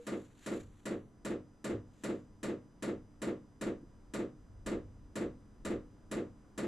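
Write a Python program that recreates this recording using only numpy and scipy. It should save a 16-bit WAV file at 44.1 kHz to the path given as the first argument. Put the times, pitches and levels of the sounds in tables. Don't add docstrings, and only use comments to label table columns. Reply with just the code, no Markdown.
import sys
import numpy as np
from scipy import signal
from scipy.fft import rfft, irfft, next_fast_len
from scipy.io import wavfile
from scipy.ndimage import map_coordinates

SR = 44100
rng = np.random.default_rng(int(sys.argv[2]) if len(sys.argv) > 2 else 0)


def inscribe(sig):
    pcm = np.round(np.clip(np.atleast_2d(sig).T, -1, 1) * 32767)
    wavfile.write(sys.argv[1], SR, pcm.astype(np.int16))


N = 294147

# pitch_hz, pull_in_db, spring_back_db, t60_s (capped in boom)
BODY_MODES = [(98, -61.5, -53, 0.62), (127.15, -53, -78, 0.92), (144, -56.4, -65.5, 0.74),
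              (165.4, -53, -76, 0.83), (185.2, -59.5, -71.5, 0.78), (196.3, -44, -71, 0.39),
              (210.46, -37, -34, 0.36), (236.2, -47.5, -43.5, 0.22), (250.9, -48.5, -47, 0.42),
              (286, -65, -65, 0.16), (305.8, -39.5, -36, 0.38), (308.8, -31.5, -33, 0.14),
              (341.3, -37, -60, 0.08), (344.5, -38.5, -32.5, 0.17), (378, -52.5, -42, 0.24),
              (407.1, -42.5, -44, 0.23), (425.2, -32, -68, 0.26), (425.6, -34, -44, 0.53),
              (456.4, -52, -45.5, 0.25), (489.7, -48, -48, 0.44), (533, -46, -45, 0.24),
              (554.2, -39.5, -37, 0.11), (564.9, -44.5, -50, 0.22), (604.8, -46, -59, 0.25),
              (623, -45.5, -54, 0.12), (667.6, -54.5, -52.5, 1), (682, -74, -60.5, 0.48)]


def amp(db):
    return 10 ** (np.asarray(db) / 20)


def unit(x):
    return x / np.sqrt(np.mean(x ** 2) + 1e-20)


def along(points, hz):
    f, v = np.transpose(points)
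    return np.interp(np.log(hz + 1), np.log(f + 1), v)


def curves(rows):
    s, *cols = np.transpose(rows)
    return [np.interp(np.arange(N) / SR, s, c) for c in cols]


def wobble(rate):
    knots = rng.standard_normal(int(N * rate / SR) + 4)
    coarse = np.arange(0, N, 32)
    return np.interp(np.arange(N), coarse, map_coordinates(knots, [coarse * rate / SR]))


def filtered(x, response):
    n = x.shape[-1]
    m = next_fast_len(n + SR // 4)
    return irfft(rfft(x, m) * response(np.fft.rfftfreq(m, 1 / SR)), m)[..., :n]


def causal(x, gain):
    size = 2 ** 16
    cep = irfft(np.log(np.maximum(gain(np.fft.rfftfreq(size, 1 / SR)), 1e-6)))
    fold = 1 + np.sign(size // 2 - np.arange(size))
    fold[0] = 1
    return irfft(rfft(x, size) * np.exp(rfft(cep * fold)))[..., :x.shape[-1]]


def stereo_noise(n, alike):
    turn = lambda hz: np.arccos(np.clip(along(alike, hz), -1, 1)) / 2
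    mid, side = filtered(rng.standard_normal((2, n)),
                         lambda hz: np.array([np.cos(turn(hz)), np.sin(turn(hz))]))
    return np.array([mid + side, mid - side])


def rush(spectrum, alike):
    return unit(filtered(stereo_noise(N, alike), lambda hz: amp(along(spectrum, hz))))


def add(track, s, sound):
    part = track[:, max(round(s * SR), 0):][:, :sound.shape[-1]]
    part += sound[:, :part.shape[-1]]


def pump(clack_db=-31.5, boom_db=0.45, rattle=0.29, stroke_s=.05377, jitter_s=.0002, vary_db=.5):
    # freq_hz, gain_db
    softer = [(700, -2.5), (1500, -5.5), (2800, -4), (4500, -11.5), (7000, -15), (12000, -15)]
    strokes = ticks()
    _, pull_db, back_db, _ = np.transpose(BODY_MODES)
    pull_boom = boom(pull_db)
    back_boom = rocking(pull_boom.shape[-1]) - boom(back_db)
    pull_paths, back_paths = scatter(), scatter()
    t = np.arange(back_paths.shape[-1]) / SR
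    cushion = 1 - np.exp(-t / 0.00046)
    pulls = np.array([pull_paths + rattle * scatter() for _ in strokes])
    backs = np.array([cushion * (back_paths + rattle * scatter()) for _ in strokes])
    pulls = causal(pulls, clack_colour)
    backs = causal(backs, lambda hz: clack_colour(hz) * amp(along(softer, hz)))
    out = np.zeros((2, N))
    luck = rng.standard_normal((len(strokes), 2))
    for (s, low_db, high_db), (late, harder), pull, back in zip(strokes, luck, pulls, backs):
        back_s = s + stroke_s + jitter_s * late
        spring_db = vary_db * harder
        add(out, s, amp(high_db + clack_db) * pull)
        add(out, s, amp(low_db + boom_db) * pull_boom)
        add(out, back_s, amp(high_db + clack_db + spring_db) * back)
        add(out, back_s, amp(low_db + boom_db + spring_db) * back_boom)
    return out


def ticks(first_s=.0671, fill_s=1.75, empty_boom_db=-2.5, empty_clack_db=-1.5):
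    # period_s, stroke_count
    pace = [(.3938, 9), (.5252, 2), (.4937, 2), (.4639, 2)]
    period_s, count = np.transpose(pace)
    start_s = first_s + np.append(0, np.cumsum(np.repeat(period_s, count.astype(int))))
    empty = np.clip(1 - start_s / fill_s, 0, 1)
    return np.column_stack([start_s, empty_boom_db * empty, empty_clack_db * empty])


def boom(levels_db, attack_s=0.00054, spread=0.22, life_cycles=180):
    # delay_s, gain
    walls = [(.01842, -.49), (.04113, .45)]
    t = np.arange(SR * 3 // 4) / SR
    hz, _, _, t60 = np.transpose(BODY_MODES)[:, :, None]
    t60 = np.minimum(t60, life_cycles / hz)
    sign = (-1) ** np.arange(len(hz))[:, None]
    fade = sign * amp(levels_db[:, None] - 60 * t / t60) * (1 - np.exp(-t / attack_s))
    ring = np.sum(fade * np.sin(2 * np.pi * hz * t), axis=0)
    mid = filtered(ring, lambda f: 1 + sum(gain * np.exp(-2j * np.pi * f * s) for s, gain in walls))
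    skew = spread * hz / np.mean(hz) * rng.choice([-1, 1], hz.shape)
    side = filtered(mid, lambda f: 1j * np.interp(f, np.sort(hz[:, 0]), skew[:, 0]))
    return np.array([mid + side, mid - side])


def clack_colour(hz):
    # freq_hz, relative_db
    clack_eq = [(300, -51.5), (520, 4.5), (760, 0.5), (1000, 1), (1250, 4), (1900, 2.5), (2400, -3),
                (3000, -6), (3900, -5.5), (5300, -14), (6500, -11), (10000, -13.5), (12000, -21.5),
                (15000, -35)]
    # centre_hz, width_hz, strength_db
    steel = [(3750, 59, -13), (7260, 300, 1), (7580, 180, 5.5)]
    # freq_hz, left_minus_right_db
    lean = [(1000, -0.2), (2200, 2), (4500, -0.2), (8000, 1.5), (12000, 3.5)]
    ring = 1 + sum(amp(db) / (1 + (2 * (hz - centre) / width) ** 2) for centre, width, db in steel)
    return amp(along(clack_eq, hz) + np.outer([.5, -.5], along(lean, hz))) * ring


def scatter():
    # freq_hz, left_right_likeness
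    alike = [(600, 0.65), (1200, 0.8), (2200, .7), (4000, 0.73), (7500, 1), (12000, 0.53)]
    # freq_hz, share
    direct_share = [(1200, 0.078), (3500, 0.44)]
    # freq_hz, rise_s
    panel_rise = [(500, 0.012), (1500, 0.0087), (3000, 0.02), (7000, 0.0026), (12000, .001)]
    # freq_hz, t60_s
    cabin_decay = [(700, 0.3), (1500, 0.23), (3000, 0.22), (7000, 0.21), (12000, 0.13)]
    hz, t, grains = signal.stft(stereo_noise(SR // 2, alike), SR, nperseg=256)
    direct = np.clip(along(direct_share, hz), 0, 1)[:, None]
    bloom = 1 - (1 - direct) * np.exp(-t / along(panel_rise, hz)[:, None])
    fade = amp(-60 * t / along(cabin_decay, hz)[:, None])
    return signal.istft(grains * bloom * fade, SR, nperseg=256)[1]


def rocking(n, attack_s=0.0012):
    # delay_s, pitch_hz, relative_db, t60_s
    case_knocks = [(0.0345, 465.4, -33, 0.083), (0.0523, 388.6, -32, 0.089)]
    out, t = np.zeros((2, n)), np.arange(n) / SR
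    for s, hz, db, t60 in case_knocks:
        knock = amp(db - 60 * t / t60) * (1 - np.exp(-t / attack_s)) * np.sin(2 * np.pi * hz * t)
        add(out, s, knock[None])
    return out


def bracket_ping(attack_s=0.0073, vary_db=2.5):
    # pitch_hz, level_db, t60_s
    bracket = [(1210, -52, 0.34), (1279, -56.5, 0.34), (1428, -65, 0.26), (1956, -54, 0.23),
               (2924, -60, 0.31), (3680, -65, 0.17), (7620, -63, 0.22), (9900, -53.5, 0.11)]
    out, t = np.zeros((2, N)), np.arange(SR // 3) / SR
    hz, db, t60 = np.transpose(bracket)[:, :, None]
    modes = amp(db - 60 * t / t60) * np.sin(2 * np.pi * hz * t) * (1 - np.exp(-t / attack_s))
    strokes = ticks()
    for (s, _, high_db), luck in zip(strokes, rng.standard_normal((len(strokes), len(bracket)))):
        add(out, s, (amp(high_db + vary_db * luck) @ modes)[None])
    return out


def floor_bumps(rise_s=0.0093, width=0.24):
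    # start_s, centre_hz, level_db, t60_s
    shifts = [(1.73, 98, -38.5, 0.28), (3.813, 290, -42, 0.12)]
    out, t = np.zeros((2, N)), np.arange(SR // 2) / SR
    for s, hz, db, t60 in shifts:
        push = rng.standard_normal((1, len(t)))
        band = unit(filtered(push, lambda f: np.exp(-((f / hz - 1) / width) ** 2)))
        add(out, s, band * amp(db - 60 * t / t60) * (1 - np.exp(-t / rise_s)))
    return out


def sleeve(rise_share=0.52, edge_drop_db=14.5, grain_db=2):
    # peak_s, level_db, length_s
    arm_strokes = [(.15, -68.5, 0.47), (0.516, -59.5, 0.28), (.8, -77, .45), (2.084, -72.5, 0.37)]
    # freq_hz, relative_db
    cloth_eq = [(150, -60), (400, -15), (900, -1.5), (1400, 4), (2400, 1.5), (4000, 0), (5300, -10.5),
                (7200, 4), (8800, -10), (11000, -11), (15000, -27)]
    t = np.arange(N) / SR
    power = np.zeros(N)
    for s, db, length_s in arm_strokes:
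        from_peak = np.maximum((s - t) / rise_share, (t - s) / (1 - rise_share)) / length_s
        power += amp(db - edge_drop_db * from_peak ** 2) ** 2
    grain = amp(grain_db * wobble(150))
    return np.sqrt(power) * grain * rush(cloth_eq, alike=[(1000, 0.66), (8000, 0.96)])


def fading_tone(hz=477, db=-45, t60=0.18, end_s=0.058, release_s=0.013):
    t = np.arange(N) / SR
    return amp(db - 60 * t / t60) * np.clip((end_s - t) / release_s, 0, 1) * np.sin(2 * np.pi * hz * t)


def outdoor_rumble(gain_db=1, lumps_db=3.0):
    # freq_hz, relative_db
    rumble_eq = [(12, -6.5), (22, -2.5), (35, 3), (55, -3), (75, -7.5), (102, -0.5), (140, -17), (220, -34),
                 (500, -120)]
    # time_s, level_db
    level_ride = [(0.0, -69), (0.63, -63), (4.45, -61.5), (4.54, -57), (6.5, -57.5)]
    return amp(curves(level_ride)[0] + gain_db + lumps_db * wobble(6)) * rush(rumble_eq, [(50, 0.98)])


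def heater_fan(air_db=-65.5, rise_db_per_s=0.4, waver_db=0.95):
    # freq_hz, relative_db
    air_eq = [(60, -58), (130, -6.5), (250, -3), (450, -13.5), (750, -19), (1400, -22.5), (2300, -34),
              (3500, -37), (4600, -40.5), (5500, -48), (7200, -37), (9500, -45), (12000, -50.5),
              (15500, -61)]
    # freq_hz, left_right_likeness
    alike = [(60, 0.33), (180, 0.75), (550, 0.81), (1650, 0.44), (4970, 0.79), (15000, 0.76)]
    # pitch_hz, level_db
    panels = [(210, -71.5), (296, -71.5), (495, -87.5)]
    t = np.arange(N) / SR
    air = amp(air_db + rise_db_per_s * t) * rush(air_eq, alike)
    hum = sum(amp(db + waver_db * wobble(3.8)) * np.sin(2 * np.pi * hz * t + wobble(9.4))
              for hz, db in panels)
    return air + np.sqrt(2) * hum


def supply_whine(switch_hz=995.4, change_s=1.12, crossfade_s=0.19):
    # harmonic, before_db, after_db
    whine_mix = [(1, -86, -84.5), (2, -100, -95), (3, -102, -99), (5, -108, -87.5), (6, -88, -86.5),
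                 (7, -104, -104), (8, -106, -102), (9, -110, -98.5), (10, -104, -102), (11, -93, -104),
                 (13, -102, -115)]
    t = np.arange(N) / SR
    blend = np.clip((t - change_s) / crossfade_s + .5, 0, 1)
    phase = 2 * np.pi * switch_hz * t + 0.034 * wobble(6)
    return np.sqrt(2) * sum(((1 - blend) * amp(before_db) + blend * amp(after_db)) * np.sin(k * phase)
                            for k, before_db, after_db in whine_mix)


def scene():
    ticking = pump() + bracket_ping()
    backdrop = outdoor_rumble() + heater_fan() + supply_whine()
    return ticking + backdrop + sleeve() + floor_bumps() + fading_tone()


def record(dry):
    return filtered(dry, lambda hz: hz < 15500)


dry = scene()
out = record(dry)
inscribe(out)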